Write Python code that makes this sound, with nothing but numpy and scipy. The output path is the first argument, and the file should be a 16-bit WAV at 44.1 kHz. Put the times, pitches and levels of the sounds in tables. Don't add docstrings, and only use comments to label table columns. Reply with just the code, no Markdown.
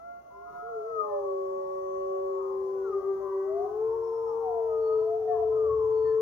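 import sys
import numpy as np
from scipy import signal
from scipy.fft import rfft, irfft, next_fast_len
from scipy.io import wavfile
from scipy.ndimage import uniform_filter1d

SR = 44100
rng = np.random.default_rng(int(sys.argv[2]) if len(sys.argv) > 2 else 0)


def output_pcm(signal):
    pcm = np.clip(np.atleast_2d(signal).T, -1, 1) * 32767
    wavfile.write(sys.argv[1], SR, np.round(pcm).astype(np.int16))


N = 273861
TIME = np.arange(N) / SR

# frequency_hz, relative_db
AIR_SPECTRUM = [(20, -6.5), (90, -6), (190, -2), (330, 1.5), (1220, -4), (1500, -13), (2400, -25.5),
                (4000, -27.5), (6600, -22), (7400, -38.5), (9500, -32.5), (15500, -27.5)]
# start_s, length_s, gain_db
AIR_SWELLS = [(.48, 0.16, 3.5), (1.05, 0.35, -0.5)]
# time_s, lower_pitch_hz, lower_level_db, upper_level_db
RUMBLE_PATH = [(0, 63.6, -72.5, -78.5), (3.6, 62.85, -68, -70.5), (3.85, 66.7, -59.5, -64.5),
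               (4.3, 68.06, -66.5, -69), (5.5, 73, -58.5, -58), (5.8, 76, -46.5, -51.5),
               (6.2, 73.6, -59.5, -55.5)]
# frequency_hz, t60_s
WOODS_DECAY = [(400, 0.87), (3000, 0.36)]
# pitch_hz, relative_db
WHINE_RANGE = [(520, -8), (800, -1.5), (1150, -0.5), (1330, -8)]
# start_s, length_s, first_hz, middle_hz, last_hz, level_db
YIP_CALLS = [(0.299, .2, 985, 1051, 1116, -53.5), (0.319, 0.24, 387.5, 408.7, 433, -55.5),
             (0.447, 0.4, 1256, 1302, 1377, -50), (1.027, 0.16, 1083, 1040, 994, -45),
             (1.806, 0.37, 985, 1047, 997, -57.5), (2.159, 0.19, 900, 1000, 1135, -62),
             (2.388, 0.14, 1206, 1231, 1220, -54.5), (2.9, .1, 1270, 1215, 1198, -41),
             (3.207, 0.17, 1037, 998, 938, -46.5), (3.611, 0.11, 698, 734, 817, -44.5),
             (3.878, 0.092, 944, 1067, 1160, -51.5), (4.261, 0.16, 1315, 1161, 1025, -53),
             (5.191, .19, 822, 622, 597, -47), (5.261, 0.092, 720, 713.5, 726, -35.5),
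             (5.271, 0.13, 1869, 1740, 1653, -62.5), (5.309, 0.12, 1185, 1028, 897, -50.5),
             (5.474, 0.14, 981, 1050, 1130, -49.5), (5.689, 0.05, 1105, 1110, 1064, -37.5),
             (6.04, 0.13, 1820, 1756, 1639, -59)]

# time_s, pitch_hz, effort_db
FAR_MELODY = [(0, 555.5, -73), (1.0, 538.4, -56), (2.1, 560, -69.5), (2.85, 570.4, -53),
              (3.6, 538.6, -54.5), (4.3, 504.2, -48.5), (4.98, 476, -58.5)]
WAVERING_MELODY = [(3.2, 599, -38.5), (3.33, 576, -35), (3.99, 925.2, -41), (4.87, 609, -34),
                   (5.25, 716.6, -34), (5.95, 503.5, -35), (6.21, 518, -33.5)]
HIGH_MELODY = [(-.15, 602, -48.5), (.11, 696, -43.5), (.28, 692, -50.5), (.58, 705.6, -40),
               (1.36, 559.6, -35.5), (2.22, 561.1, -34.5), (2.8, 509, -46.5)]
SINKING_MELODY = [(2.66, 513.3, -54.5), (2.84, 485, -52), (2.93, 398, -34), (3.1, 393, -39),
                  (3.35, 384.1, -39), (3.6, 377, -47.5), (4.0, 367.7, -51), (4.35, 340.4, -62.5)]
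LEAD_MELODY = [(0.62, 436.4, -50.5), (0.7, 469.5, -46), (0.77, 439.7, -36), (0.82, 423.6, -39),
               (0.9, 462.6, -39.5), (0.99, 435.5, -34), (1.04, 424.3, -41.5), (1.3, 389.4, -33.5),
               (1.45, 384.6, -35), (1.72, 379.6, -39), (2.16, 384.2, -34), (3.48, 389, -31.5),
               (3.64, 406.3, -30.5), (3.7, 418.2, -37), (3.83, 441.3, -28), (3.95, 451.2, -32.5),
               (4.51, 456.0, -32), (4.99, 437.3, -27), (5.23, 437.5, -30.5), (5.6, 438.1, -26.5),
               (6.21, 441.3, -27.5)]
# frequency_hz, gain_db
FAR_TONE = [(480, -11), (540, -13.5), (570, -1.5), (950, 1.5), (1140, 1.5)]
WAVERING_TONE = [(510, -26.5), (600, -12.5), (715, 0), (830, -8), (1010, -9.5), (1090, -12.5),
                 (1160, -22.5), (1260, -28.5), (1450, -39.5), (1850, -40.5)]
HIGH_TONE = [(510, -8), (565, -1), (590, 1.5), (640, -6), (700, 0.5), (1030, -3), (1125, -5), (1170, -20),
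             (1245, 9.5), (1310, -8), (1410, -8.5)]
SINKING_TONE = [(520, 1.5), (790, -20.5), (1000, -7), (1100, -9), (1190, -12.5), (1420, -1.5), (1540, -25)]
LEAD_TONE = [(470, 1.5), (760, -22.5), (900, -35), (1150, -37), (1250, -22), (1320, -35), (1390, -30.5)]
# frequency_hz, gain_db
UPPER_TONE = [(1500, -28.5), (1720, -32.5), (1950, -25), (2200, -46), (3500, -61.5)]
# start_s, length_s, harmonic_number, level_db
WAVERING_OVERTONES = [(4.66, 0.38, 2, -43.5), (5.46, 0.24, 2, -43.5)]
HIGH_OVERTONES = [(-.25, 1, 3, -75), (-.2, 1, 4, -84.5), (1.05, .2, 3, -70), (1.55, 0.77, 11, -78),
                  (1.75, .65, 5, -81)]
SINKING_OVERTONES = [(2.8, 1.3, 4, -67)]
LEAD_OVERTONES = [(1.0, 0.3, 2, -42.5), (1.5, .6, 5, -77), (3.2, 0.55, 5, -73.5), (3.85, 1.16, 2, -46.5),
                  (5.75, 0.4, 2, -53.5), (3.85, 0.63, 12, -77), (4.68, 0.44, 10, -77),
                  (5.88, 0.36, 10, -79)]
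# start_s, length_s, gain_db
WAVERING_DIPS_AND_SWELLS = [(3.38, 0.12, -4.5), (3.52, .09, 2), (3.66, .24, -12), (4.02, 0.2, -9),
                            (4.36, .08, -5.5), (4.9, .12, -12), (5.15, .12, -14), (5.37, 0.068, -1)]
HIGH_DIPS_AND_SWELLS = [(.2, 0.061, -8.5), (.5, 0.058, -7.5), (1.1, .12, 6)]


def gain_of(db):
    return 10 ** (np.asarray(db) / 20)


def unit_rms(x):
    return x / np.sqrt(np.mean(x ** 2) + 1e-20)


def value_at(points, hz):
    f, value = np.transpose(points)
    return np.interp(np.log(hz + 1), np.log(f), value)


def curves(rows, eased=False):
    times, *columns = np.transpose(rows)
    index = np.arange(len(times))
    place = np.interp(TIME, times, index)
    if eased:
        place = np.floor(place) + np.sin(np.pi / 2 * (place % 1)) ** 2
    return [np.interp(place, index, column) for column in columns]


def arch(start, length):
    return np.sin(np.pi * np.clip((TIME - start) / length, 0, 1))


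def drift(rate_hz):
    size = next_fast_len(N)
    hz = np.fft.rfftfreq(size, 1 / SR)
    spectrum = rfft(rng.standard_normal(size)) / (1 + (hz / rate_hz) ** 2)
    return unit_rms(irfft(spectrum, size)[:N])


def pan(left_db):
    return unit_rms(gain_of(np.array([[left_db], [-left_db]]) / 2))


def with_send(voice, echo_db):
    return np.array([voice, gain_of(echo_db) * voice])


def air(level_db, left_db, patchy_db):
    frames, hz = N // 256 + 5, np.fft.rfftfreq(1024, 1 / SR)
    a, b, c, d, patches = rng.standard_normal((5, frames, len(hz))).transpose(0, 2, 1)
    patches = unit_rms(uniform_filter1d(uniform_filter1d(patches, 5, 0), 18, 1))
    coherence = 1 / (1 + (hz[:, None] / 450) ** 2)
    left = a + 1j * b
    right = coherence * left + np.sqrt(1 - coherence ** 2) * (c + 1j * d)
    spectra = np.array([left, right]) * gain_of(value_at(AIR_SPECTRUM, hz)[:, None] + patchy_db * patches)
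    wash = unit_rms(signal.istft(spectra, nperseg=1024, noverlap=768)[1][:, :N])
    swell_db = np.interp(TIME, [.3, 1.1], [-5, 0])
    swell_db += sum(db * arch(start, length) for start, length, db in AIR_SWELLS)
    return gain_of(level_db + swell_db) * pan(left_db) * wash


def rumble(width_hz, upper_hz, upper_width_hz, left_db):
    hz, low_db, upper_db = curves(RUMBLE_PATH)
    low = (drift(width_hz) + 1j * drift(width_hz)) * np.exp(2j * np.pi * np.cumsum(hz) / SR)
    upper = (drift(upper_width_hz) + 1j * drift(upper_width_hz)) * np.exp(2j * np.pi * upper_hz * TIME)
    return pan(left_db) * (gain_of(low_db) * low + gain_of(upper_db) * upper).real


def woods_echo(send):
    taps = rng.standard_normal((2, SR)) * (rng.random((2, SR)) < 1500 / SR)
    taps *= TIME[:SR] > .012
    hz, age_s, spectra = signal.stft(taps, SR, nperseg=256)
    decay = gain_of(-60 * age_s / value_at(WOODS_DECAY, hz)[:, None])
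    tail = signal.istft(spectra * decay, SR, nperseg=256)[1]
    tail /= np.linalg.norm(tail, axis=1, keepdims=True)
    return signal.fftconvolve(send, tail, axes=1)[:, :N]


def far_whines(per_s, usual_length_s, max_glide_octaves, level_db, left_db, jitter, echo_db):
    whines, tremor = np.zeros(N), jitter * drift(30)
    lowest_hz, highest_hz = WHINE_RANGE[0][0], WHINE_RANGE[-1][0]
    for when, span, height, slope in rng.random((round(per_s * N / SR), 4)):
        start, length = when * N / SR, usual_length_s * (.5 + span)
        on = (TIME >= start) & (TIME < start + length)
        progress = (TIME[on] - start) / length
        middle_hz = lowest_hz * (highest_hz / lowest_hz) ** height
        hz = middle_hz * 2 ** (max_glide_octaves * (2 * slope - 1) * (progress - .5))
        swell = gain_of(value_at(WHINE_RANGE, hz)) * np.sin(np.pi * progress)
        whines[on] += swell * np.sin(2 * np.pi * (np.cumsum(hz) / SR + tremor[on]))
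    return with_send(gain_of(level_db) * pan(left_db) * unit_rms(whines), echo_db)


def yips(left_db, jitter, echo_db):
    calls, tremor = np.zeros(N), jitter * drift(30)
    for start, length, first_hz, middle_hz, last_hz, db in YIP_CALLS:
        on = (TIME >= start) & (TIME < start + length)
        progress = (TIME[on] - start) / length
        glide = np.polyfit([0, .5, 1], [first_hz, middle_hz, last_hz], 2)
        hz = np.polyval(glide, progress)
        swell = gain_of(db) * np.sqrt(2) * np.sin(np.pi * progress ** .65)
        calls[on] += swell * np.sin(2 * np.pi * (np.cumsum(hz) / SR + tremor[on]))
    return with_send(pan(left_db) * calls, echo_db)


def howl(melody, tone, overtones=(), swells=(), *, left_db, overtone_left_db, right_lag_ms, bright_db,
         jitter, echo_db, wander=0, shimmer_db=.5, flutter_db=1.26, own_harmonics=2, eased=False):
    hz, effort_db = curves(melody, eased)
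    hz *= 1 + wander * drift(4)
    level_db = effort_db + sum(db * arch(onset, length) for onset, length, db in swells)
    start, end = melody[0][0], melody[-1][0]
    fade = np.clip((TIME - start) / .0067, 0, 1) * np.clip((end - TIME) / .05 + 1, 0, 1)
    cycles = np.cumsum(hz * (TIME >= start)) / SR
    cycles += jitter * drift(15)
    cycles = np.array([cycles, cycles - hz * right_lag_ms / 1000])
    partials = []
    for k in range(1, 7):
        if k <= own_harmonics:
            colour_db = value_at(tone, k * hz)
        else:
            colour_db = bright_db + value_at(UPPER_TONE, k * hz)
        partials.append((k, gain_of(level_db + colour_db)))
    partials += [(round(k), gain_of(db) * arch(onset, length)) for onset, length, k, db in overtones]
    voice = np.zeros((2, N))
    for k, envelope in partials:
        flutter = gain_of(flutter_db * np.sqrt(k - 1) * drift(10))
        sides = pan(overtone_left_db if k > 1 else left_db)
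        voice += sides * envelope * flutter * np.sin(2 * np.pi * k * cycles)
    voice *= np.sqrt(2) * fade * gain_of(shimmer_db * drift(4.6))
    return with_send(voice, echo_db)


def scene():
    lead = howl(LEAD_MELODY, LEAD_TONE, LEAD_OVERTONES, own_harmonics=3, bright_db=-23.5, jitter=.018,
                left_db=4.5, overtone_left_db=13, right_lag_ms=.022, echo_db=-23.5)
    sinking = howl(SINKING_MELODY, SINKING_TONE, SINKING_OVERTONES,
                   own_harmonics=3, bright_db=-15, jitter=.011,
                   left_db=2.5, overtone_left_db=12, right_lag_ms=.026, echo_db=-11.5)
    high = howl(HIGH_MELODY, HIGH_TONE, HIGH_OVERTONES, HIGH_DIPS_AND_SWELLS,
                eased=True, bright_db=-14.5, jitter=.013, flutter_db=.8,
                left_db=-4, overtone_left_db=13, right_lag_ms=-.53, echo_db=-16)
    far = howl(FAR_MELODY, FAR_TONE, bright_db=-15.5, jitter=.045,
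               left_db=2, overtone_left_db=5.5, right_lag_ms=-.28, echo_db=-7)
    wavering = howl(WAVERING_MELODY, WAVERING_TONE, WAVERING_OVERTONES, WAVERING_DIPS_AND_SWELLS,
                    eased=True, bright_db=-13, jitter=.013, wander=.009, shimmer_db=3.5, flutter_db=.9,
                    left_db=2.5, overtone_left_db=6, right_lag_ms=-.22, echo_db=-9.5)
    yipping = yips(left_db=6, jitter=.041, echo_db=-5)
    whining = far_whines(per_s=10, usual_length_s=.24, max_glide_octaves=.3,
                         level_db=-62, left_db=2, jitter=.03, echo_db=0)
    direct, send = lead + sinking + high + far + wavering + yipping + whining
    hiss = air(level_db=-57, left_db=6, patchy_db=1.94)
    echo = woods_echo(send)
    bass = rumble(width_hz=4.3, upper_hz=114.8, upper_width_hz=16, left_db=2.5)
    return direct + echo + hiss + bass


def record(dry):
    lowpass = signal.firwin(511, 15800, window=("kaiser", 9), fs=SR)
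    return signal.oaconvolve(dry, lowpass[None], "same")


dry = scene()
out = record(dry)
output_pcm(out)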